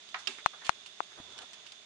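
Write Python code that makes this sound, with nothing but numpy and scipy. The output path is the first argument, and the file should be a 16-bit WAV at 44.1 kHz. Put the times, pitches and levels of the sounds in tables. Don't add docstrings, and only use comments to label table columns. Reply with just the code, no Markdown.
import sys
import numpy as np
from scipy import signal
from scipy.fft import rfft, irfft
from scipy.io import wavfile

SR = 44100
rng = np.random.default_rng(int(sys.argv[2]) if len(sys.argv) > 2 else 0)


def wrap_up_sound(samples):
    columns = np.atleast_2d(samples).T
    tamed = np.clip(columns, -1, 1)
    steps = np.round(tamed * 32767).astype(np.int16)
    wavfile.write(sys.argv[1], SR, steps)


N = 81585
T = np.arange(N) / SR
ATTACK_S, HOLD_S = 0.00057, 0.0014
CUTOFF_HZ, SATURATION_PEAK = 10550, 0.91

# frequency in Hz, left minus right in dB.
BALANCE = [(100, 1), (1000, 2), (1900, -4.5), (3300, -9.5), (5800, -8), (10400, 1)]
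# frequency in Hz, correlation from -1 to 1.
CORRELATION = [(60, 0.6), (200, 0.67), (550, 0.65), (1140, 0.43), (2400, -.1), (5000, -0.04)]

# frequency in Hz, relative density in dB.
HISS_SPECTRUM = [(18, -65), (30, -28), (213, -13), (286, -15.5), (434, -8), (515, -22.5), (597, -7.5),
                 (862, -15), (974, -13), (1800, -10), (3160, -6.5), (3570, -4), (3940, -8), (6590, -13),
                 (10500, -31), (13600, -82), (22000, -120)]
CLAW_SPECTRUM = [(300, -17), (1000, -4), (1800, -5), (3000, 7.5), (5200, 0), (7500, -3), (10500, -16)]
KNOCK_SPECTRUM = [(150, -30), (500, -20), (750, -3.5), (1400, 2), (2000, 0), (2700, -3), (4200, -7),
                  (7000, -23.5), (10500, -45)]
CLACK_SPECTRUM = [(120, -41), (330, -14), (560, -9), (850, -2.5), (1500, -6.5), (2100, -1), (2900, 3),
                  (5400, -7.5), (7000, -6.5), (10500, -23)]
RUSTLE_SPECTRUM = [(30, -22), (85, -14), (160, -9), (330, -5), (800, -4), (1500, -6), (4000, -32)]
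# multiple of the centre frequency, relative density in dB.
PAW_SPECTRUM = [(.05, -42), (.15, -14), (.4, -8.5), (.75, -2), (1.1, 3), (1.5, -10.5), (2.3, -16), (6, -30)]

# frequency in Hz, relative level in dB, T60 in seconds.
WHEEL_MODES = [(750, -41.5, 0.068), (968, -40.5, 0.076), (1276, -43.5, 0.085), (1517, -42.5, 0.06),
               (1900, -43, 0.11)]
AXLE_MODES = [(2754, -32, 0.044), (2800, -45, 0.07), (3200, -28, .03), (3350, -36.5, .04),
              (3770, -32, 0.037), (4810, -30, 0.016), (5430, -33.5, 0.024)]
STAND_MODES = [(1254, -44.5, 0.061), (1644, -45, 0.11), (2290, -50, .12), (2675, -44.5, 0.25),
               (2800, -49, 0.18), (4700, -56, 0.35)]
TUB_MODES = [(387, -46, 0.084), (305, -57, 0.074), (240, -57, 0.14)]
CASING_MODES = [(406, -102, .016), (667, -54.5, 0.042), (4140, -46, 0.025)]
THUMP_MODES = [(83.5, -66, .9), (295.6, -46, 0.025)]

# centre in Hz, width in Hz, base level in dB.
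WHISTLES = [(3536, 960, -65.5), (3412, 13, -65.5), (3515, 53, -64), (3620, 56, -64.5), (3857, 71, -70),
            (6513, 270, -69)]
# time in seconds, gain in dB.
HISS_DRIFT = [(0, 3), (.3, 4.5), (.9, 2.5), (1.4, 4), (1.85, 1.5)]
HISS_BASE_DB = -58

# start in seconds, level in dB, T60 in seconds, stand ring in Hz.
CLAW_TICKS = [(0.088, -52, 0.073, 4820), (.517, -56, 0.031, 5430), (0.647, -42.5, 0.2, 4400),
              (0.665, -39, 0.052, 3200), (.861, -45.5, 0.096, 2770), (1.03, -52.5, 0.1, 4400),
              (1.322, -54, .03, 5380), (1.379, -45.5, 0.022, 5490), (1.388, -41, 0.025, 3100),
              (1.417, -47.5, 0.12, 3110), (1.532, -45, 0.069, 3100), (1.663, -49, 0.15, 4750),
              (1.7198, -45, 0.03, 4790)]
CLAW_RING_GAIN_DB, CLAW_RING_T60_S = -3, 0.042
# start in seconds, level in dB, rise and T60 in seconds, centre in Hz.
PAW_STEPS = [(0.183, -49.5, .006, 0.19, 5360), (0.384, -45, 0.0013, 0.11, 1980),
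             (0.531, -49, 0.004, 0.2, 1280), (0.605, -50, 0.017, 0.42, 1670), (.645, -50, 0.025, 0.2, 2300),
             (1.11, -55.5, 0.013, 0.13, 1580), (1.17, -54.5, 0.0073, 0.085, 900),
             (1.381, -51, .008, 0.13, 1470), (1.419, -57, 0.016, 0.054, 1300),
             (1.654, -61.5, 0.005, 0.12, 1550), (1.717, -60, 0.015, 0.11, 1400)]

KNOCK_START_S, KNOCK_RISE_S, KNOCK_LOW_CUT_HZ, KNOCK_TAIL_HZ = .1434, 0.0055, 480, 2800
# start in seconds, gain in dB.
AXLE_CONTACTS = [(.2720, -1.5), (0.2757, -3)]
CHATTER_S, TUB_RISE_S = .005, 0.026

# start in seconds, impulse level in dB, snap and ring gains in dB,
# low-pass in Hz, high-pass in Hz (0 for none).
POPS = [(.4611, 23, -12.5, -4.5, 5870, 0), (0.6936, 22.5, -9.5, -3.5, 6800, 0),
        (1.0044, 15.5, -5.5, -2, 1110, 267)]
POP_BODY_HZ, POP_SNAP_HZ = (666, 1420), 2830
POP_TAIL_GAIN_DB, POP_ROOM_GAIN_DB, POP_RIGHT_GAIN_DB = -57.5, -67, -34
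# centre in Hz, width in Hz, gain in dB.
PORT_BANDS = [(258, 180, -7.5), (2430, 640, 4.5), (3960, 750, -30)]

# time in seconds, level in dB.
RUSTLE_ENVELOPE = [(1.14, -85), (1.19, -48.5), (1.225, -67), (1.3, -60), (1.39, -57), (1.44, -54),
                   (1.48, -86), (1.58, -63.5), (1.8, -97)]
THUMP_START_S, DULL_TICK_GAIN_DB, DULL_TICK_LOWPASS_HZ = 1.2015, -9, 200


def from_db(db):
    return 10 ** (np.asarray(db) / 20)


def at_hz(points, hz):
    points_hz, values = np.transpose(points)
    return np.interp(np.log(np.maximum(hz, 1)), np.log(points_hz), values)


def pan(db):
    gains = from_db(np.array([[.5], [-.5]]) * db)
    return gains / np.sqrt(np.mean(gains ** 2, axis=0))


def butter(x, hz, kind, order=2):
    sos = signal.butter(order, np.clip(hz, 1, .45 * SR), kind, fs=SR, output="sos")
    return signal.sosfilt(sos, x + 1e-18)


def impulse(start_s):
    return 1. * (np.arange(N) == int(start_s * SR))


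def noise(spectrum):
    hz = np.arange(N // 2 + 1) * SR / N
    mid, side = rfft(rng.standard_normal((2, N)))
    correlation = at_hz(CORRELATION, hz)
    stereo = np.sqrt(1 + correlation) * mid + np.sqrt(1 - correlation) * side * [[1], [-1]]
    shape = from_db(at_hz(spectrum, hz)) * (hz < CUTOFF_HZ)
    x = irfft(stereo * pan(at_hz(BALANCE, hz)) * shape, N)
    return x / x.std()


def burst(start_s, db, rise_s=ATTACK_S, *, t60_s):
    rise = np.clip((T - start_s) / rise_s, 0, 1)
    decay_s = np.maximum(T - start_s - rise_s - HOLD_S, 0)
    return rise * from_db(db - 60 * decay_s / t60_s)


def ring(force, hz, t60_s):
    radius, angle = from_db(-60 / (t60_s * SR)), 2 * np.pi * hz / SR
    feedback = [1, -2 * radius * np.cos(angle), radius ** 2]
    return signal.lfilter([0, np.sin(angle)], feedback, force + 1e-18)


def struck(start_s, modes, rise_s=ATTACK_S):
    out = 0
    for hz, db, t60_s in modes:
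        phase = 2 * np.pi * rng.random() + rng.standard_normal((2, 1)) * (1 - at_hz(CORRELATION, hz))
        envelope = burst(start_s, db, rise_s, t60_s=t60_s)
        out = out + pan(at_hz(BALANCE, hz)) * envelope * np.sin(2 * np.pi * hz * T + phase)
    return out


def hiss():
    out = from_db(HISS_BASE_DB) * noise(HISS_SPECTRUM)
    for hz, width_hz, db in WHISTLES:
        band = butter(noise(HISS_SPECTRUM), [hz - width_hz / 2, hz + width_hz / 2], "band")
        out = out + from_db(db) * band / band.std()
    return out * from_db(np.interp(T, *np.transpose(HISS_DRIFT)))


def roughness(depth_db, grain_s):
    gain = from_db(depth_db * np.interp(T / grain_s, np.arange(N), rng.standard_normal(N)))
    return gain / np.sqrt(np.mean(gain ** 2))


def feet():
    ticks = sum(burst(start_s, db, t60_s=t60_s) for start_s, db, t60_s, _ in CLAW_TICKS)
    claws = noise(CLAW_SPECTRUM) * ticks
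    rings = sum(struck(start_s, [(hz, db + CLAW_RING_GAIN_DB, CLAW_RING_T60_S)])
                for start_s, db, _, hz in CLAW_TICKS)
    paws = 0
    for start_s, db, rise_s, t60_s, centre_hz in PAW_STEPS:
        spectrum = [(ratio * centre_hz, density_db) for ratio, density_db in PAW_SPECTRUM]
        paws = paws + noise(spectrum) * burst(start_s, db, rise_s, t60_s=t60_s)
    return (claws + paws) * roughness(depth_db=2, grain_s=.001) + rings


def wheel_knock():
    hit = noise(KNOCK_SPECTRUM) * burst(KNOCK_START_S, db=-31, t60_s=0.027)
    dull_noise = butter(noise(KNOCK_SPECTRUM), KNOCK_TAIL_HZ, "low", order=1)
    tail = dull_noise * burst(KNOCK_START_S, db=-35, t60_s=0.22)
    modes = struck(KNOCK_START_S, WHEEL_MODES, KNOCK_RISE_S)
    return butter(hit + tail + modes, KNOCK_LOW_CUT_HZ, "high", order=4)


def axle_clack():
    contacts = 0
    for start_s, gain_db in AXLE_CONTACTS:
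        hit = noise(CLACK_SPECTRUM) * burst(start_s, db=-29.5, t60_s=0.013)
        contacts = contacts + from_db(gain_db) * (hit + struck(start_s, AXLE_MODES))
    first_s = AXLE_CONTACTS[0][0]
    tail = noise(CLACK_SPECTRUM) * burst(first_s, db=-40, rise_s=CHATTER_S, t60_s=0.36)
    stand = struck(first_s, STAND_MODES, CHATTER_S)
    tub = struck(first_s, TUB_MODES, TUB_RISE_S)
    return pan(db=-5.5) * contacts + tail + stand + tub


def microphone_port(x):
    for hz, width_hz, db in PORT_BANDS:
        band = signal.lfilter(*signal.iirpeak(hz, hz / width_hz, fs=SR), x)
        x = x + (from_db(db) - 1) * band
    return x


def pops():
    tail_noise, room_noise = noise(KNOCK_SPECTRUM)[0], noise(CLACK_SPECTRUM)
    out = 0
    for start_s, db, snap_db, ring_db, lowpass_hz, highpass_hz in POPS:
        force = from_db(db) * impulse(start_s)
        body = butter(force, POP_BODY_HZ, "band")
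        snap = from_db(snap_db) * butter(force, POP_SNAP_HZ, "low", order=1)
        casing = sum(ring(force * from_db(mode_db + ring_db), hz, t60_s)
                     for hz, mode_db, t60_s in CASING_MODES)
        tail = tail_noise * burst(start_s, db + POP_TAIL_GAIN_DB, t60_s=0.047)
        pop = butter(microphone_port(body + snap) + casing + tail, lowpass_hz, "low")
        if highpass_hz > 0:
            pop = butter(pop, highpass_hz, "high", order=4)
        room = room_noise * burst(start_s, db + POP_ROOM_GAIN_DB, t60_s=0.055)
        out = out + pop * from_db([[0], [POP_RIGHT_GAIN_DB]]) + room
    return out


def rustle():
    return pan(db=0.5) * noise(RUSTLE_SPECTRUM) * from_db(np.interp(T, *np.transpose(RUSTLE_ENVELOPE)))


def tick_and_thump():
    tick = butter(impulse(THUMP_START_S), DULL_TICK_LOWPASS_HZ, "low", order=1)
    return pan(db=0.5) * (from_db(DULL_TICK_GAIN_DB) * tick + struck(THUMP_START_S, THUMP_MODES))


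def scene():
    return hiss() + feet() + wheel_knock() + axle_clack() + pops() + rustle() + tick_and_thump()


def record(dry):
    rounded = SATURATION_PEAK * np.tanh(dry / SATURATION_PEAK)
    return signal.sosfilt(signal.ellip(10, .2, 70, CUTOFF_HZ, fs=SR, output="sos"), rounded)


dry = scene()
out = record(dry)
wrap_up_sound(out)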